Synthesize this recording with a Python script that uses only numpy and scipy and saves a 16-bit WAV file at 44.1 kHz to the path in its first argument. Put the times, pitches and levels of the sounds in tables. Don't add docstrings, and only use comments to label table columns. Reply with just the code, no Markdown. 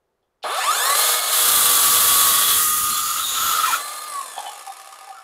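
import sys
import numpy as np
from scipy import signal
from scipy.fft import rfft, irfft, next_fast_len
from scipy.io import wavfile
from scipy.ndimage import uniform_filter1d

SR = 44100
rng = np.random.default_rng(int(sys.argv[2]) if len(sys.argv) > 2 else 0)


def bounce(signal):
    frames = np.transpose(np.atleast_2d(signal))
    limited = np.clip(frames, -1, 1)
    pcm = np.round(limited * 32767).astype(np.int16)
    wavfile.write(sys.argv[1], SR, pcm)


N = 230731
T = np.arange(N) / SR

START, RELEASE = .426, 4.075
CUT_IN, CUT_OUT = .96, 3.77
PINION, TEETH_PER_TURN = 7, 4.41
SPIN_UP_HZ_PER_S, FREE_HZ = 610, 314

# (start_s, level_db)
GEAR_LEVEL = [(.92, -1), (1.25, -7), (1.6, -8.5), (2.3, -11), (2.7, -27.5), (3.83, -13), (4.04, -16.5),
              (5.1, -23.5), (5.23, -27.5)]
# (pitch_hz, level_db)
DRAUGHT = [(12, -51), (20, 0), (70, 2.5), (403, -3), (467, -8), (500, -20.5), (650, -39), (1100, -120)]


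def amp(db):
    return 10 ** (np.asarray(db) / 20)


def evened(x):
    return x / np.sqrt(np.mean(x ** 2) + 1e-20)


def curve(rows):
    return np.interp(T, *np.transpose(rows))


def between(start, end, rise, fall):
    fade_in = np.clip((T - start) / rise, 0, 1)
    fade_out = np.clip(1 - (T - end) / fall, 0, 1)
    return fade_in * fade_out


def add(mix, s, sound):
    part = mix[round(s * SR):][:len(sound)]
    part += sound[:len(part)]


def noise():
    return rng.standard_normal(N)


def cycle(turns):
    return np.sin(2 * np.pi * turns)


def wander(hz):
    size = next_fast_len(N, True)
    low_pass = 1 + (np.fft.rfftfreq(size, 1 / SR) / hz) ** 4
    return evened(irfft(rfft(noise(), size) / low_pass, size)[:N])


def colour(x, points):
    f, db = np.transpose(points)
    hz = abs(np.fft.fftfreq(4096, 1 / SR))
    level_db = np.interp(np.log(hz + 1), np.log(f + 1), db)
    log_gain = np.log(amp(np.maximum(level_db, -100)))
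    taps = np.fft.ifft(np.exp(np.conj(signal.hilbert(log_gain)))).real
    return signal.oaconvolve(x, taps[:len(taps) // 2])[:N]


def band(x, lo_hz, hi_hz):
    edges = [lo_hz, min(hi_hz, .49 * SR)]
    return signal.sosfilt(signal.butter(4, edges, "band", fs=SR, output="sos"), x)


def resonate(x, hz, width):
    turn = np.exp(2j * np.pi * np.cumsum(hz * np.ones(len(x))) / SR)
    r = np.exp(-np.pi * width / SR)
    return 2 * (turn * signal.lfilter([1 - r], [1, -r], x / turn + 1e-18)).real


def twice_resonated(x, hz, width, second_width):
    return resonate(resonate(x, hz, width), hz, second_width)


def ringing(x, modes):
    return sum(amp(db) * signal.lfilter(*signal.iirpeak(min(hz, .49 * SR), hz / width, SR), x)
               for hz, width, db in modes)


def steadied(x, size=2205):
    power = uniform_filter1d(uniform_filter1d(x ** 2, size), size)
    return x / np.sqrt(abs(power) + 1e-14)


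def room(x, wet_db=-7, t60=.26, dull_hz=9000):
    t = np.arange(SR // 2) / SR
    signs = rng.choice([-1., 1.], len(t))
    sparse = rng.random(len(t)) < 2000 / SR
    taps = signs * sparse * amp(-60 * t / t60) * (t > .004)
    taps = signal.lfilter(*signal.butter(1, min(dull_hz, .45 * SR), fs=SR), taps)
    echoes = signal.oaconvolve(x, taps / np.linalg.norm(taps))[:N]
    return evened(x + amp(wet_db) * echoes) * np.std(x)


def workshop_tone():
    # (pitch_hz, level_db)
    room_spectrum = [(15, -27), (25, 9), (27, -7), (146, -11), (326, -14), (363, -3), (501, -6), (573, -9),
                     (749, -11), (1150, -14), (2370, -25), (7280, -32.5), (11500, -33), (15000, -36)]
    tone_db = -73.5
    return amp(tone_db) * evened(colour(noise(), room_spectrum))


def shaft_speed():
    # (start_s, lost_turns_per_s)
    sag = [(1.33, 0), (1.6, 22), (1.8, 27), (2.1, 29), (2.33, 34), (2.47, 25), (2.62, 33), (3.1, 40),
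           (3.63, 49), (3.78, 27), (3.92, 13), (4.07, 9)]
    kick_hz, knee = 10, 8
    coast_s = 1.13
    ramp = kick_hz + SPIN_UP_HZ_PER_S * np.maximum(T - START, 0)
    driven = ramp / (1 + (ramp / FREE_HZ) ** knee) ** (1 / knee) - curve(sag)
    return driven * np.exp(-np.maximum(T - RELEASE, 0) / coast_s)


def puffs():
    # (start_s, end_s, level_db)
    gusts = [(2.87, 2.92, -46), (3.37, 3.5, -48.5)]
    swells = sum(amp(db) * between(start, end, .04, .05) for start, end, db in gusts)
    return swells * evened(colour(noise(), DRAUGHT))


def knocks(tick_db=2):
    # (start_s, level_db, brightness_db per tenfold pitch)
    blows = [(.228, -60, -1), (0.423, -46, 12), (.438, -19.5, 4), (4.365, -27.5, -23),
             (4.379, -13.5, -10.5), (4.452, -25, -14), (4.465, -17.5, -5), (4.476, -31, -13)]
    # (pitch_hz, level_db, fade_by_60_db_s)
    guard_modes = [(605, -14, 0.043), (752, -7.5, 0.049), (812, 2, 0.04), (920, -14.5, 0.095),
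                   (1200, -26, 0.054), (1770, -17, .05), (2500, -14, 0.023), (3164, -8.5, 0.046),
                   (3410, -3, 0.027), (4200, -11, 0.034)]
    out, t = np.zeros(N), np.arange(SR // 4) / SR
    for s, db, bright_db in blows:
        ring = sum(amp(level + bright_db * np.log10(hz / 1500) - 60 * t / t60) * cycle(hz * t)
                   for hz, level, t60 in guard_modes)
        burst = rng.standard_normal(len(t)) * np.exp(-t / 0.00039)
        tick = amp(tick_db + bright_db / 2) * band(burst, 710, 4900)
        add(out, s, amp(db) * (ring * (1 - np.exp(-t / 0.0034)) + tick))
    return room(out, wet_db=-5.5, t60=0.48)


def rubs():
    # (start_s, length_s, level_db,
    # first_pitch_hz, last_pitch_hz, width_hz)
    squeals = [(3.624, 0.046, -17, 1302, 1310, 63), (3.657, 0.066, -28, 1144, 872, 67),
               (3.718, 0.045, -17.5, 1370, 1317, 85), (4.452, 0.043, -40.5, 3040, 2970, 36),
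               (4.161, 0.067, -31.5, 1130, 1080, 38), (4.665, 0.044, -31.5, 804, 768, 27),
               (5.064, 0.059, -37, 832, 750, 30), (5.137, 0.066, -41.5, 1403, 1325, 72)]
    out = np.zeros(N)
    for s, length, db, first_hz, last_hz, width in squeals:
        hz = np.linspace(first_hz, last_hz, int(length * SR))
        drift = width / 2 * wander(144)[:len(hz)]
        tone = np.sqrt(2) * cycle(np.cumsum(hz + drift) / SR)
        add(out, s, amp(db) * tone * signal.windows.tukey(len(hz), .6))
    return room(out, wet_db=-3.5, t60=0.12)


def blade(ring_db=0, width=14):
    # (pitch_hz, level_db)
    disc_modes = [(780.6, -49), (1222, -50.5), (1744, -60.5), (2250, -63.5), (3548, -69), (5383, -64),
                  (6901, -64), (7241, -69), (9631, -77), (10067, -76)]
    ring = sum(amp(db) * steadied(twice_resonated(noise(), hz, width + hz / 150, 4 * width), size=6000)
               for hz, db in disc_modes)
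    return amp(ring_db) * ring * between(4.31, 5.3, 0.23, .1)


def breakout(scrape_db=-29):
    # (pitch_hz, width_hz, level_db)
    scrape_modes = [(1380, 300, -2.2), (1770, 230, -0.55), (2390, 110, 1)]
    length_s = .15
    scrape = steadied(band(ringing(noise(), scrape_modes), 1070, 2700))
    return amp(scrape_db) * scrape * between(CUT_OUT - length_s, CUT_OUT - .02, 0.034, 0.024)


def zings(depth, zing_db=-1, swell_db=3):
    # (pitch_hz, width_hz, level_db)
    swelling_modes = [(1933, 84, -48), (4540, 700, -39), (6860, 280, -34.5), (7290, 270, -41),
                      (9700, 490, -42), (14400, 700, -49)]
    # (start_s, end_s, level_db, pitch_hz, width_hz)
    grips = [(1.306, 1.78, -29, 8330, 260), (2.103, 2.896, -35.5, 1895, 159), (2.363, 2.61, -27, 3350, 200),
             (2.843, 3.125, -34, 7400, 300), (2.89, 2.975, -31.5, 4190, 110),
             (2.929, 3.017, -30, 3410, 120), (3.152, 3.45, -28, 3710, 280),
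             (3.199, 3.613, -28.5, 6800, 380), (3.364, 3.586, -28.5, 12300, 800)]
    swell_rate_hz = 4
    out = sum(amp(db + swell_db * wander(swell_rate_hz))
              * evened(twice_resonated(noise(), hz, width, 2 * width))
              for hz, width, db in swelling_modes)
    out = out * depth * between(CUT_IN, CUT_OUT, 0.11, 0.038)
    for start, end, db, hz, width in grips:
        size = max(int((end - start) * SR), 256)
        ring = evened(twice_resonated(noise()[:size], hz, width, 2 * width))
        add(out, start, amp(db + zing_db) * ring * signal.windows.tukey(size, .6))
    return out


def howling():
    # (start_s, end_s, level_db at the end)
    swell_rows = [(2.696, 3.22, -28.5), (3.334, 3.603, -22)]
    growth_db_per_s = 20
    swells = sum(amp(db + growth_db_per_s * np.minimum(T - end, 0)) * between(start, end, 0.054, 0.054)
                 for start, end, db in swell_rows)
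    return swells * steadied(resonate(resonate(noise(), 1324, 100), 1260, 160))


def motor(turns, hum_db=-63, whistle_db=-43, whistle_hz=10070, whistle_fall_hz_per_s=2400):
    # (pitch_hz, width_hz, level_db)
    pinion_modes = [(773, 57, -17.5), (1220, 139, -12), (2300, 460, -35)]
    hum = amp(hum_db + 1.0 * wander(20)) * cycle(turns) * between(1.0, RELEASE, 0.38, 0.47)
    strain = amp(curve(GEAR_LEVEL) + 2 * wander(75)) * ringing(cycle(PINION * turns), pinion_modes)
    strain = strain * between(.48, 4.2, 0.018, 0.039)
    falling_hz = whistle_hz - whistle_fall_hz_per_s * np.clip(T - START, 0, 1)
    whistle = amp(whistle_db) * steadied(twice_resonated(noise(), falling_hz, 200, 400))
    return hum + strain + whistle * between(START, 0.68, 0.045, .06)


def singing(turns, depth, flutter_db=1.17, muffled_db=-14, pressed_db=5, waver=0.014,
            whine_db=2, whine_follows=0.39):
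    # (pitch_hz, width_hz, level_db)
    shaft_modes, tooth_modes = [(1128.4, 48, -19.5)], [(1233, 32, -26.5)]
    shaky = turns + waver * wander(29)
    whine = ringing(cycle(4 * shaky), shaft_modes)
    teeth = ringing(cycle(TEETH_PER_TURN * shaky), tooth_modes)
    whine_level = whine_db + whine_follows * curve(GEAR_LEVEL) + muffled_db * depth
    whine = whine * amp(whine_level + flutter_db * wander(35))
    teeth = teeth * amp(pressed_db * depth + flutter_db * wander(47))
    return whine * between(0.78, 4.25, 0.035, 0.078) + teeth * between(1.2, 3.15, 0.11, 0.035)


def backlash(rate=56, unevenness=.22, spread_db=3.0, decay=0.0061, rest=0.17):
    gaps, sizes = rng.standard_normal((600, 2)).T
    at = (np.cumsum(np.exp(unevenness * gaps)) / rate * SR).astype(int)
    inside = at < N
    slaps = np.zeros(N)
    slaps[at[inside]] = amp(spread_db * np.clip(sizes[inside], -1.5, 1.5))
    return evened(rest + signal.lfilter([1], [1, -np.exp(-1 / (decay * SR))], slaps))


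def gearbox(speed, turns, jitter=.013, rush_db=4, case_db=-3, mesh_db=-4.5, shaft_db=-5, chatter_db=1,
            torque_db=9, taut_rattle=0.21, slack_rattle=0.78, loosening=1.9):
    # (multiple_of_shaft_speed, level_db)
    orders = [(2, -6.5), (4, -11.5), (6, -7.5), (7, 1), (11, -3), (14, 5.5), (16, 1.5), (20, -1.5), (21, 6)]
    # (multiple_of_mesh_rate, level_db)
    mesh_overtones = [(4, 12.5), (5, 15), (6, 10), (7, 12.5), (8, 9.5), (9, 12), (10, 6), (11, -6),
                      (12, -28), (14, -6)]
    # (pitch_hz, width_hz, level_db)
    case_modes = [(735, 60, -56), (1153, 61, -2.5), (1244, 57, -6.5), (1743, 30, 7.5), (2230, 220, -4),
                  (3590, 130, 1.5), (4115, 150, 3), (5340, 74, 1.5), (6840, 190, -2.5), (8200, 120, 2.5),
                  (10550, 410, -3.5)]
    # (pitch_hz, level_db)
    housing, rattle_spectrum = [(71, -51), (120, -36.5), (367, -24.5), (469, -10), (748, -3), (955, -9),
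                                (1240, -4.5), (1650, -9.5), (1790, -15.5), (2700, -19.5), (3440, -16),
                                (5720, -25), (7010, -15.5), (10500, -16), (15500, -17)], [(120, -68), (200, -38), (653, -10.5), (728, -10.5),
                                                 (783, -12.5), (1010, -10.5), (1190, -3), (1350, -14.5),
                                                 (2210, -20), (3890, -26.5), (5300, -22.5), (10000, -11.5),
                                                 (15500, -29)]
    # (low_hz, high_hz, level_db at free speed, speed_db per tenfold speed,
    # coast_db gained when coasting, delay_s after the trigger)
    gear_bands = [(112, 2390, -23, 2.5, 0.5, 0.0123), (2510, 5170, -25, 10, -1, 0),
                  (5040, 14600, -20, 25, 1.5, 0.0056)]

    shaky = turns + jitter * wander(90)
    tones = sum(amp(db + 4.5 * wander(21.5)) * np.cos(2 * np.pi * (round(k) * shaky + rng.random()))
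                for k, db in orders)
    rush = noise() * (1 + 0.26 * np.cos(2 * np.pi * PINION * shaky)) * amp(2.1 * wander(60))
    mesh = sum(amp(db + 2 * wander(90)) * np.cos(2 * np.pi * (round(k) * PINION * shaky + rng.random()))
               for k, db in mesh_overtones)
    chatter = evened(sum(amp(db) * wander(450) * np.cos(2 * np.pi * round(k) * PINION * turns)
                         for k, db in mesh_overtones[:3]))
    chatter = amp(chatter_db) * chatter * between(RELEASE, 4.16, 0.0087, 0.58)

    pulling = torque_db * abs(np.gradient(speed, T)) / SPIN_UP_HZ_PER_S
    drive = amp(pulling + shaft_db) * evened(tones) + amp(pulling + mesh_db) * evened(mesh)
    drive = drive + amp(rush_db) * (rush + chatter)
    running = evened(colour(amp(case_db) * drive + ringing(drive, case_modes), housing))

    slaps = backlash() * (noise() + 0.32 * chatter)
    rattle = evened(colour(slaps + .5 * ringing(slaps, case_modes), rattle_spectrum))
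    coasting = np.clip((T - RELEASE) / 0.0088, 0, 1)
    slack = taut_rattle + coasting * slack_rattle * (FREE_HZ / speed) ** loosening
    sound = room(steadied(running) + slack * rattle, wet_db=-9.5, t60=0.34)

    level = curve(GEAR_LEVEL)
    decades = np.log10(np.maximum(speed, 28) / FREE_HZ)
    out = np.zeros(N)
    for lo, hi, db, speed_db, coast_db, delay in gear_bands:
        gain = amp(level + db + speed_db * decades + coast_db * coasting)
        out += gain * steadied(band(sound, lo, hi)) * np.clip((T - START - delay) / 0.0038, 0, 1)
    return out


def cutting(turns, depth, bite=0.14, splinters_per_s=2500, splinter_db=-8, wobble_db=1.0, modes_db=-1,
            hiss_db=-1, tear_db=-23.0, tear_follows=0.64, smother_db=-7, draught_db=-44.5, draught_depth=.19):
    # (start_s, level_db)
    feed_level = [(0.98, -21), (1.14, -21.5), (1.21, -32.5), (1.32, -25), (1.33, -19), (1.52, -16.5),
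                  (2.22, -15.5), (2.44, -18), (2.59, -16.5), (3.04, -25), (3.45, -28), (3.47, -26),
                  (3.74, -27), (3.8, -36)]
    full_feed_db = -16.5
    # (start_s, level_db)
    tearing_level = [(2.3, 1), (2.5, 1.5), (2.7, -3), (2.96, 3), (3.04, 2.5), (3.19, 5), (3.26, -2.5),
                     (3.35, 5)]
    # (pitch_hz, width_hz, level_db)
    cut_modes = [(485, 7.3, 5.5), (3060, 38, 0), (3376, 24, 4), (3416, 43, 4.5), (3827, 19, 11.5),
                 (4210, 55, -0.5), (6660, 64.8, -23), (7000, 13, -56), (7670, 110, 1), (9130, 23, -3),
                 (10400, 67, -1), (11240, 98, -2.5), (14200, 90, 4)]
    # (pitch_hz, level_db)
    open_cut, deep_cut = [(180, -28.5), (300, -22.5), (484, -13.5), (535, -30), (674, -11.5), (769, -22),
                          (1050, -5), (1140, -1.5), (2320, -18), (3450, -7), (5760, -12), (6570, -7),
                          (10800, 2.5), (14300, -0.5), (15500, -5.5)], [(180, -41), (300, -21), (581, -38), (968, -23), (1220, 1.5),
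                                            (1780, -21.5), (2690, -14.5), (3690, -14.5), (4000, -20.5),
                                            (5660, -16), (6790, -8.5), (7880, -14.5), (9450, -6.5),
                                            (14000, -10.5), (15500, -11)]

    strokes = 1 + bite * np.cos(2 * np.pi * TEETH_PER_TURN * turns)
    splinters = (rng.random(N) < splinters_per_s / SR) * np.sign(noise()) * amp(3.4 * rng.random(N))
    tear = (noise() + amp(splinter_db) * evened(splinters)) * strokes * amp(wobble_db * wander(46))
    tear = room(tear + amp(modes_db) * ringing(tear, cut_modes), wet_db=-5.5, t60=0.21)
    sound = (1 - depth) * evened(colour(tear, open_cut)) + depth * evened(colour(tear, deep_cut))
    sound = sound - 0.37 * ringing(sound, [(1130, 560, 0)])

    feed = curve(feed_level)
    push = feed - full_feed_db
    body = band(sound, 257, 5370)
    upper = band(sound, 1170, 5270)
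    steady_body = body / np.sqrt(uniform_filter1d(upper ** 2, size=6000))
    tearing = amp(tear_db + curve(tearing_level) + tear_follows * push + smother_db * depth) * steady_body
    hiss = amp(feed + hiss_db) * steadied(band(sound, 5720, 18000))
    draught = amp(draught_db + push + 1.3 * wander(8.2)) * np.minimum(depth / draught_depth, 1)
    draught = draught * evened(colour(noise(), DRAUGHT))
    return (hiss + tearing + draught) * between(CUT_IN, CUT_OUT, 0.011, 0.071)


def scene():
    # (start_s, buried_0_to_1)
    buried = [(1.3, 0), (1.55, .18), (2.52, 0.18), (2.66, 0.56), (3.12, 0.91), (3.5, 0.25), (3.76, 0.66),
              (3.9, 0.05)]
    speed, depth = shaft_speed(), np.clip(curve(buried), 0, 1)
    turns = np.cumsum(speed) / SR
    saw = gearbox(speed, turns) + motor(turns) + singing(turns, depth) + blade() + knocks()
    wood = cutting(turns, depth) + howling() + zings(depth) + breakout() + rubs() + puffs()
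    mono = workshop_tone() + saw + wood
    return np.array([mono, mono])


def record(dry, side_db=-21):
    edge_hz = 15680
    side = amp(side_db) * band(np.roll(dry[0], 37), 16000, 19800)
    wide = dry + np.array([side, -side])
    rounded = wide / (1 + (wide / .7) ** 6) ** (1 / 6)
    low_pass = signal.firwin(511, edge_hz, window=("kaiser", 9), fs=SR)
    return signal.oaconvolve(rounded, low_pass[None], "same")


dry = scene()
out = record(dry)
bounce(out)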